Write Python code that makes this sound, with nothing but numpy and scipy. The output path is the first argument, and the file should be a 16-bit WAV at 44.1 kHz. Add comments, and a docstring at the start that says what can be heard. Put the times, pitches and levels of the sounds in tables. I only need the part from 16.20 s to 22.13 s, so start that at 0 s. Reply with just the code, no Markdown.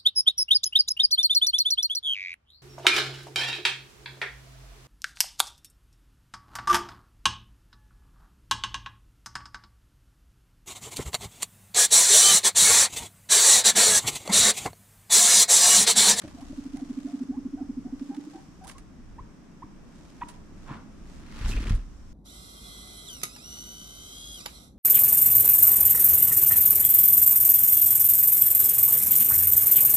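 """In a hay-filled cage in a quiet room, a guinea pig purrs inside a cardboard house. The purr is a
string of low throbs that keep the hollow ringing; soft whimpers slide above it and hay stalks snap.
Then come three short chirps and a scuff against the cardboard. Suddenly the animal bolts: its feet
drum on the cage floor, its claws skid and wood shavings fly. Behind it all lie a low drone,
a faint hiss and the deep rumble of a hand-held microphone."""
import sys
import numpy as np
from scipy import signal
from scipy.io import wavfile
from scipy.ndimage import uniform_filter1d

SR = 44100
rng = np.random.default_rng(int(sys.argv[2]) if len(sys.argv) > 2 else 0)


def generate_wav(sig):
    """Save sig (samples, or channels by samples) to the path in sys.argv[1] as 16-bit PCM at SR."""
    pcm = np.round(np.clip(np.atleast_2d(sig).T, -1, 1) * 32767).astype(np.int16)
    wavfile.write(sys.argv[1], SR, pcm)


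N = 261513
TIME = np.arange(N) / SR
CUTOFF_HZ = 15700


# Stretches of purring. Each row: first throb and last throb, in seconds.
PURR_BOUTS = [(.152, 1.983), (2.083, 2.158)]
# The purr swells and fades. Each row: time in seconds, level in dB, pitch in Hz.
PURR_EFFORT = [(0.151, -35.5, 268), (.39, -27, 266.6), (1.05, -23, 264.8), (1.701, -26.5, 263.4),
               (1.94, -25, 275), (2.08, -32.5, 299)]

def throbs(per_s=12.55, slowing=.015):
    """The purr's beat slows a little through each bout. Gives each throb's time, level and pitch."""
    times = []
    for first, last in PURR_BOUTS:
        u = np.linspace(0, 1, round((last - first) * per_s) + 1)
        times.extend(first + (last - first) * u * (1 - slowing * (1 - u)))
    when, db, hz = np.transpose(PURR_EFFORT)
    return np.transpose([times, np.interp(times, when, db), np.interp(times, when, hz)])


def purr(throb_s=.034, growth_per_db=.03, sag=.05, rasp_db=-19, rasp_lag_s=.022, rasp_hz=(125, 390)):
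    """Each throb is an almost pure tone that swells, sags in pitch and stops; strong ones last longer."""
    tone, effort, beats = np.zeros(N), np.zeros(N), throbs()
    loudest_db = beats[:, 1].max()
    for s, db, middle_hz in beats:
        # no two throbs are quite alike
        stretch, detune, extra_db, late_s, lean = rng.normal(0, [.05, .017, 1, .003, .15])
        length = throb_s * np.exp(growth_per_db * (db - loudest_db) + stretch)
        u = np.linspace(0, 1, int(length * SR))   # runs from 0 to 1 along the sound
        skew = 1.15 * np.exp(lean)
        swell = from_db(db + extra_db) * np.abs(np.sin(np.pi * u ** skew)) ** 1.3
        hz = middle_hz * (1 + detune) * (1 + sag * (1 - 2 * u) + .018 * tremble(u, count=9))
        start = s + late_s - length / 2
        add(tone, start, swell * np.sin(2 * np.pi * np.cumsum(hz) / SR))
        add(effort, start, swell)
    # a dull rasp rides on each throb and lingers into the gap
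    linger = np.exp(-1 / (rasp_lag_s * SR))
    dull_noise = rms_one(filtered(rng.standard_normal(N), 4, rasp_hz, "band"))
    rasp = dull_noise * signal.lfilter([1 - linger], [1, -linger], effort)
    return tone + from_db(rasp_db) * rasp


def house(x, ring_hz=291, width_hz=12, ring_db=-4, delay_s=.01791):
    """The hollow around the animal keeps ringing between the throbs."""
    return x + from_db(ring_db) * np.interp(TIME - delay_s, TIME, resonance(x, ring_hz, width_hz))


# Soft whimpers. Each row: start in seconds, level in dB, then four evenly spaced pitch points in Hz.
WHIMPERS = [(.170, -48.5, 724, 670, 790, 1200), (.552, -49.5, 640, 820, 720, 620),
            (.865, -49, 600, 730, 680, 750), (1.118, -48.5, 718, 775, 900, 1280),
            (1.367, -47.5, 628, 780, 660, 990), (1.644, -52, 706, 730, 740, 960),
            (1.900, -46.5, 837, 785, 820, 920), (2.133, -46, 824, 745, 760, 1080),
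            (2.410, -45, 780, 720, 810, 1300)]

def whimpers(length_s=.068, jitter=.03, shimmer_db=2.5, overtone_db=-18, fade_db=-6):
    """The voice slides through four pitches, trembling a little and fading as it goes."""
    out, u = np.zeros(N), np.linspace(0, 1, int(length_s * SR))
    swell = np.sqrt(np.abs(np.sin(np.pi * u))) * from_db(fade_db * u ** 2)
    for s, db, *pitches in WHIMPERS:
        slide_hz = np.interp(u, np.linspace(0, 1, len(pitches)), pitches)
        hz = slide_hz * (1 + jitter * tremble(u, count=30))
        gain = from_db(db + shimmer_db * tremble(u, count=40))
        add(out, s, gain * swell * voice(hz, overtone_db))
    return out


# Short chirps. Each row: start and length in seconds, level in dB, first and last pitch in Hz,
# leap in mid-call in Hz, level of the edges against the middle in dB, step from one overtone
# to the next at the edges in dB, roughness from 0 to 1.
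CHIRPS = [(2.982, .021, -37, 830, 1150, 0, -3, -12, .03), (3.42, .018, -35.5, 830, 1170, 0, -3, -14, .03),
          (4.0098, .026, -21.8, 830, 825, 135, -11.5, -4.5, .18)]

def chirps(overshoot=2.16, purity_db=-13, catch_db=12, catch_hz=2400, catch_width_hz=1500):
    """A buzzy start breaks into a clear note; a rough call ends in a catch of the throat."""
    out = np.zeros(N)
    clear_from, clear_to, break_share = .359, .92, .11   # shares of the chirp's length
    for s, length, db, start_hz, end_hz, leap_hz, edge_db, overtone_db, rough in CHIRPS:
        u = np.linspace(0, 1, int(length * SR))
        clear = np.clip(.5 + np.minimum(u - clear_from, clear_to - u) / break_share, 0, 1)
        cracking = np.sin(np.pi * clear)
        jitter = rough * (1 - clear + cracking) * tremble(u, count=40)
        glide_hz = start_hz + (end_hz - start_hz) * u
        hz = (glide_hz + leap_hz * (clear + overshoot * cracking)) * (1 + jitter / 2)
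        gain = from_db(db + edge_db * (1.5 - clear)) * (1 + 2 * jitter)
        swell = np.sqrt(np.abs(np.sin(np.pi * u)))
        add(out, s, gain * swell * voice(hz, overtone_db + purity_db * clear))
        click = resonance(signal.unit_impulse(len(u)), catch_hz, catch_width_hz)
        catch = resonance(click, catch_hz, catch_width_hz)
        add(out, s + length, rough ** 2 * from_db(db + catch_db) * catch / catch.max())
    return filtered(out, order=5, hz=3400)   # the throat softens the treble


# Tiny squeaks. Each row: start and length in seconds, level in dB, first and last pitch in Hz.
SQUEAKS = [(2.541, 0.047, -49.5, 1053, 1160), (5.326, 0.017, -35, 2280, 2820)]

def squeaks(jitter=.04, overtone_db=-20):
    """A brief, unsteady rising squeak: a high whimper, or a claw or shaving on plastic."""
    out = np.zeros(N)
    for s, length, db, start_hz, end_hz in SQUEAKS:
        u = np.linspace(0, 1, int(length * SR))
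        hz = (start_hz + (end_hz - start_hz) * u) * (1 + jitter * tremble(u, count=24))
        add(out, s, from_db(db) * np.hanning(len(u)) * voice(hz, overtone_db))
    return out


# Low thumps: a soft bump of handling, then the animal's heavy footfalls.
# Each row: time in seconds, strength in dB, contact time in seconds.
THUMPS = [(2.919, -40, 0.0083), (3.007, -38.5, 0.0042), (5.243, -21.5, 0.0077), (5.279, -27, 0.0088),
          (5.347, -13.5, 0.018), (5.37, -22, 0.012), (5.506, -16, 0.003), (5.532, -12.5, 0.012)]
# The cage floor's own notes. Each row: pitch in Hz, level in dB, seconds to fade by 60 dB.
FLOOR_NOTES = [(34.85, -12.5, 0.49), (51.5, 1.5, 0.15), (103, 0, 0.099), (145, -12.5, 0.19),
               (193, -11, 0.1), (262, -9, 0.016)]

def floor_thumps(run_start_s=5.21, gap_s=.033, count=9, step_db=-25, contact_s=.0068):
    """A soft bump, heavy footfalls and a patter of light steps make the cage floor boom."""
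    steps = []
    for k in range(count):
        late_s, extra_db, softness = rng.normal(0, [.003, 2, .5])
        steps.append((run_start_s + k * gap_s + late_s, step_db + extra_db, contact_s * np.exp(softness)))
    return struck(steps + THUMPS, FLOOR_NOTES)


# Scrabbling paws. Each row: start and end in seconds, level in dB.
SCRABBLE = [(5.32, 5.51, -40.5)]

def scrabble(floor_hz=205, width_hz=140):
    """Between footfalls the paws rake the cage floor, which answers with a rough, hollow rumble."""
    raking = strokes(SCRABBLE, rise_db_per_s=70, fall_db_per_s=150)
    contacts = grains(per_s=300, spread_db=2, grain_s=.002)
    floor = resonance(rng.standard_normal(N), floor_hz, width_hz)
    hollow = resonance(floor, floor_hz, 2 * width_hz)
    return rms_one(hollow) * uniform_filter1d(raking * contacts, size=200)


# Skidding claws. Each row: start and length in seconds, level in dB, pitch in Hz.
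SKIDS = [(5.246, 0.011, -48, 3050), (5.28, 0.034, -49.5, 4030), (5.311, 0.011, -42, 2650),
         (5.362, 0.025, -45.5, 2480), (5.423, 0.026, -51.5, 2560), (5.464, 0.01, -43, 2170)]

def skids(slips_per_s=900, width_share=.17):
    """A claw crosses the floor in a run of uneven slips that rings at a pitch of its own."""
    out = np.zeros((2, N))
    for s, length, db, hz in SKIDS:
        size = int(length * SR)
        slipping = rng.random(size) < slips_per_s / SR
        slips = slipping * rng.uniform(.3, 1, size) * np.hanning(size) ** .5
        # a few slips are flipped in each ear, which widens the sound
        for ear, signs in zip(out, rng.choice([-1, 1], (2, size), p=[.1, .9])):
            add(ear, s, from_db(db) * rms_one(resonance(slips * signs, hz, hz * width_share)))
    return out


# The dash through the bedding. Each row: start and end in seconds, level in dB.
DASH = [(5.21, 5.515, -45.5)]
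# The tone of wood shavings. Each row: frequency in Hz, strength in dB.
SHAVINGS_TONE = [(300, -10), (650, -9.5), (1100, 2), (1700, 1.5), (2700, -2.5), (4600, -6.5), (9000, -14.5),
                 (15500, -33)]

def dash():
    """Shavings rub together in countless small contacts as the animal runs through."""
    running = strokes(DASH, rise_db_per_s=80, fall_db_per_s=190)
    contacts = grains(per_s=1800, spread_db=3, grain_s=.0011)
    return narrowed(shaped_noise(SHAVINGS_TONE, running * contacts), side_db=-1)


# Shuffles in the bedding. Each row: start and end in seconds, level in dB.
SHUFFLES = [(0, 1.0, -58.5), (1.83, 2.2, -61.5), (3.76, 4.15, -63), (4.45, 4.53, -60.5), (4.9, 4.98, -60)]
# The tone of dry hay. Each row: frequency in Hz, strength in dB.
HAY_TONE = [(500, 14), (1800, 5.5), (4000, 4), (7500, 3), (9800, -5.5), (11200, -8), (15000, -27)]

def shuffles():
    """Hay rubs and ticks softly as the animal stirs."""
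    stirring = strokes(SHUFFLES, rise_db_per_s=102, fall_db_per_s=128)
    ticks = grains(per_s=900, spread_db=2.8, grain_s=.0012)
    return shaped_noise(HAY_TONE) * stirring * ticks


# Flying shavings. Each row: start and end in seconds, level in dB.
SPRAYS = [(5.285, 5.315, -40)]

def spray(crunch):
    """A kick throws up a brief, bright spray of shavings."""
    flying = strokes(SPRAYS, rise_db_per_s=610, fall_db_per_s=459)
    return panned(brightened(shaped_noise(HAY_TONE)) * flying * crunch, pan_db=-4)


# Snapping hay. Each row: time in seconds, level in dB, fade time in seconds, lower crack's boost in dB.
SNAPS = [(0.018, -43.5, 0.0051, 13), (0.035, -49.5, 0.0065, 18), (0.078, -50.5, 0.011, 11),
         (0.209, -50.5, 0.018, 6), (0.57, -43, 0.0043, 7), (1.796, -44.5, 0.0022, 14.5),
         (1.947, -44.5, 0.0034, 14.5), (1.965, -47.5, 0.0035, 14), (2.44, -43.5, 0.012, 1),
         (2.471, -38.5, 0.019, -3), (2.488, -41, 0.011, -4), (2.497, -43, 0.0025, 16.5),
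         (2.511, -46.5, 0.01, 9), (2.582, -40.5, 0.008, 3.5), (4.085, -39, 0.014, 1),
         (5.496, -34, 0.0047, 13.5), (5.547, -41.5, 0.012, -6)]

def snaps(rise_s=.002, splinter_db=-3, crack_db=-8, ring_db=8):
    """A stalk breaks in a short burst of splinters with a thin, high ring; thick ones add a lower crack."""
    splintering, cracking, t = np.zeros(N), np.zeros(N), TIME[:SR // 10]
    for s, db, fade_s, boost_db in SNAPS:
        burst = from_db(db) * np.exp(-t / fade_s) * (1 - np.exp(-t / rise_s))
        add(splintering, s - rise_s, burst)
        add(cracking, s - rise_s, burst * from_db(boost_db))
    crackle = grains(per_s=2000, spread_db=1.5, grain_s=.00033)
    splinters = brightened(shaped_noise(HAY_TONE, splintering * crackle))
    splinters += from_db(ring_db) * resonance(splinters, hz=9700, width_hz=650)
    crack = narrowed(shaped_noise(SHAVINGS_TONE, cracking * crackle), side_db=-3)
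    return from_db(splinter_db) * panned(splinters, pan_db=-8) + from_db(crack_db) * crack


# A scuff on cardboard. Each row: start and end in seconds, level in dB.
SCUFF = [(4.495, 4.545, -41)]
# The tone of that scuff. Each row: frequency in Hz, strength in dB.
SCUFF_TONE = [(75, -33), (130, -4.5), (400, -19.5), (780, -20), (950, -10), (2000, -24), (7000, -46)]

def scuff(crunch):
    """The animal shifts and rubs against the cardboard."""
    rubbing = strokes(SCUFF, rise_db_per_s=402, fall_db_per_s=200)
    return narrowed(shaped_noise(SCUFF_TONE, rubbing * crunch), side_db=-4)


# Knocks on cardboard. Each row: time in seconds, strength in dB, contact time in seconds.
KNOCKS = [(.038, -45, 0.0012), (.047, -41, 0.0014), (.075, -47.5, 0.0012), (0.328, -42.5, 0.0019),
          (2.285, -46, 0.003), (3.439, -42, 0.0032), (4.035, -44, 0.0029), (4.511, -36.5, 0.0036)]
# The cardboard's own notes. 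Each row: pitch in Hz, level in dB, seconds to fade by 60 dB.
CARDBOARD_NOTES = [(160, 6, 0.03), (300, 10.5, 0.06), (595, 7.5, 0.054)]

def knocks():
    """A cardboard wall is bumped and answers with a dull, hollow note."""
    return struck(KNOCKS, CARDBOARD_NOTES)


def room(x, fade_s=.48, wall_cut_hz=5000, first_echo_s=.0059):
    """The walls send back a short, dull tail of echoes, different in each ear."""
    t = TIME[:SR // 2]
    tail = rng.standard_normal((2, len(t))) * from_db(-60 * t / fade_s) * (t > first_echo_s)
    tail /= np.sqrt(np.sum(tail ** 2) / 2)
    return signal.fftconvolve(x, filtered(tail, 1, wall_cut_hz), axes=1)[:, :N]


# The quiet background. Each row: time in seconds, drone level in dB, hiss level in dB.
BACKGROUND = [(2.58, -51.5, -63.5), (2.66, -51, -67), (5.2, -49, -64.5), (5.93, -54.5, -64)]
# The tones of the drone and the hiss. Each row: frequency in Hz, strength in dB.
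DRONE_TONE = [(120, -14), (160, -1.5), (235, -2), (310, -7.5), (450, -17.5), (1000, -24), (1800, -28),
              (4000, -39.5)]
HISS_TONE = [(1000, 14), (2200, 1), (4300, -1), (5700, 7.5), (6700, 0.5), (7900, 1), (9000, -6.5),
             (12500, -12.5), (15000, -22)]

def background():
    """The room drones low under a faint hiss."""
    s, drone_db, hiss_db = np.transpose(BACKGROUND)
    drone = from_db(np.interp(TIME, s, drone_db)) * shaped_noise(DRONE_TONE)
    hiss = from_db(np.interp(TIME, s, hiss_db)) * shaped_noise(HISS_TONE)
    return drone + hiss


# Rumble from the hand on the microphone. Each row: time in seconds, level in dB.
HANDLING = [(0.0, -43), (1.04, -57.5), (1.11, -49.5), (1.77, -49.5), (1.92, -66.5), (2.4, -50), (3.05, -45),
            (3.15, -55.5), (5.01, -44)]
# The tone of that rumble. Each row: frequency in Hz, strength in dB.
HANDLING_TONE = [(20, 12.5), (36, -3), (60, -1.5), (130, -11)]

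def handling():
    """Holding the microphone makes a deep rumble that comes and goes."""
    s, db = np.transpose(HANDLING)
    return from_db(np.interp(TIME, s, db)) * shaped_noise(HANDLING_TONE)


# How alike noise is in the two ears. Each row: frequency in Hz, likeness (1 means the same).
EAR_LIKENESS = [(200, 0.66), (1700, 0.29), (6000, 0.036)]

def shaped_noise(tone, drive=1):
    """Stereo noise with a given tone, built band by band; drive shapes its loudness over time."""
    out, power = 0, 0
    edges = np.geomspace(tone[0][0], min(tone[-1][0], CUTOFF_HZ), 21)
    white = rng.standard_normal((2, 2, N)) * drive + 1e-18
    for k, (low, high) in enumerate(zip(edges, edges[1:])):
        mid, side = filtered(white[k % 2], 2, [low, high], "band")
        hz = np.sqrt(low * high)
        alike, gain = at_hz(EAR_LIKENESS, hz), from_db(at_hz(tone, hz))
        out = out + gain * (np.sqrt(1 + alike) * mid + np.sqrt(1 - alike) * np.array([side, -side]))
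        power += 2 * gain ** 2 * (high - low) / (SR / 2)
    return out / np.sqrt(power)


def voice(hz, overtone_db):
    """A tone with three overtones that fall off evenly."""
    phase = 2 * np.pi * np.cumsum(hz) / SR
    return sum(from_db(overtone_db * k) * np.sin((k + 1) * phase) for k in range(4))


def tremble(u, count):
    """A random wobble through count points as u runs from 0 to 1."""
    return np.interp(u, np.linspace(0, 1, count), rng.standard_normal(count))


def struck(blows, notes):
    """Soft pushes set a panel ringing; the briefer the contact, the higher the notes it reaches."""
    force = np.zeros(N)
    for s, db, contact_s in blows:
        push = np.hanning(int(contact_s * SR) + 3)
        add(force, s, from_db(db) * push / push.sum())
    return sum(from_db(db) * ring(force, hz, fade_s) for hz, db, fade_s in notes)


def strokes(rows, rise_db_per_s, fall_db_per_s):
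    """The loudness of movements: each builds up, holds and dies away."""
    levels = [db - rise_db_per_s * np.maximum(start - TIME, 0) - fall_db_per_s * np.maximum(TIME - end, 0)
              for start, end, db in rows]
    return from_db(np.max(levels, axis=0))


def grains(per_s, spread_db, grain_s):
    """The flickering loudness of countless tiny contacts of uneven size."""
    sizes = from_db(spread_db * np.minimum(rng.exponential(1, N), 4))
    energy = (rng.random(N) < per_s / SR) * sizes ** 2
    fading = signal.lfilter([1], [1, -np.exp(-1 / (grain_s * SR))], energy + 1e-18)
    return rms_one(np.sqrt(fading))


def ring(x, hz, fade_s):
    """One note of a panel: a click starts a pure tone that drops 60 dB in fade_s."""
    r, w = from_db(-60 / (fade_s * SR)), 2 * np.pi * hz / SR
    return signal.lfilter([0, np.sin(w)], [1, -2 * r * np.cos(w), r * r], x + 1e-18)


def resonance(x, hz, width_hz):
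    """Let through the sound near one pitch."""
    r, w = np.exp(-np.pi * width_hz / SR), 2 * np.pi * hz / SR
    return signal.lfilter(np.array([1, 0, -1]) * (1 - r * r) / 2, [1, -2 * r * np.cos(w), r * r], x)


def filtered(x, order, hz, keep="low"):
    """Keep the lows, the highs or a band; a higher order cuts more steeply."""
    return signal.sosfilt(signal.butter(order, hz, keep, fs=SR, output="sos"), x)


def brightened(x):
    """Thin, light pieces give off little bass."""
    return signal.lfilter([1, -.6], [1], x)


def panned(x, pan_db):
    """Place a sound left (+) or right (-)."""
    return x * from_db(np.array([[pan_db], [-pan_db]]) / 2)


def narrowed(x, side_db):
    """A close source sounds more alike in both ears."""
    mid = x.mean(axis=0)
    return mid + from_db(side_db) * (x - mid)


def off_centre(x, left_lag_s=.000045):
    """The cage lies a little to the right, so its sounds reach the left ear later."""
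    return np.array([np.roll(x[0], round(left_lag_s * SR)), x[1]])


def from_db(db):
    """Turn decibels into a multiplier."""
    return 10 ** (np.asarray(db) / 20)


def rms_one(x):
    """Scale to an average power of 1."""
    return x / np.sqrt(np.mean(x ** 2) + 1e-20)


def at_hz(points, hz):
    """Read between a table's rows, with octaves evenly spaced."""
    row_hz, value = np.transpose(points)
    return np.interp(np.log(hz), np.log(row_hz), value)


def add(out, s, sound):
    """Mix a sound in at s seconds."""
    i = max(round(s * SR), 0)
    out[i:i + len(sound)] += sound[:N - i]


def scene(animal_pan_db=-1.5, purr_room_db=-17, whimper_room_db=-6, peep_room_db=-10, rustle_room_db=-16):
    """The cage is close by in a small room; the whimpers come from under cover and sound farther off."""
    purring = panned(house(purr()), animal_pan_db)
    whines = panned(whimpers(), animal_pan_db)
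    peeps = panned(chirps() + squeaks(), animal_pan_db)
    crunch = grains(per_s=3000, spread_db=-7, grain_s=.0013)
    rustle = shuffles() + spray(crunch) + scuff(crunch) + dash() + snaps() + skids() + knocks()
    echoes = room(from_db(purr_room_db) * purring + from_db(whimper_room_db) * whines
                  + from_db(peep_room_db) * peeps + from_db(rustle_room_db) * rustle)
    cage = purring + whines + peeps + rustle + floor_thumps() + scrabble()
    return off_centre(cage) + echoes + background() + handling()


def record(dry, low_cut_hz=18):
    """The microphone drops the deepest bass; the highest treble is cut steeply."""
    x = filtered(dry, 2, low_cut_hz, "high")
    return signal.sosfilt(signal.ellip(10, .2, 80, CUTOFF_HZ, fs=SR, output="sos"), x)


dry = scene()
out = record(dry)
generate_wav(out)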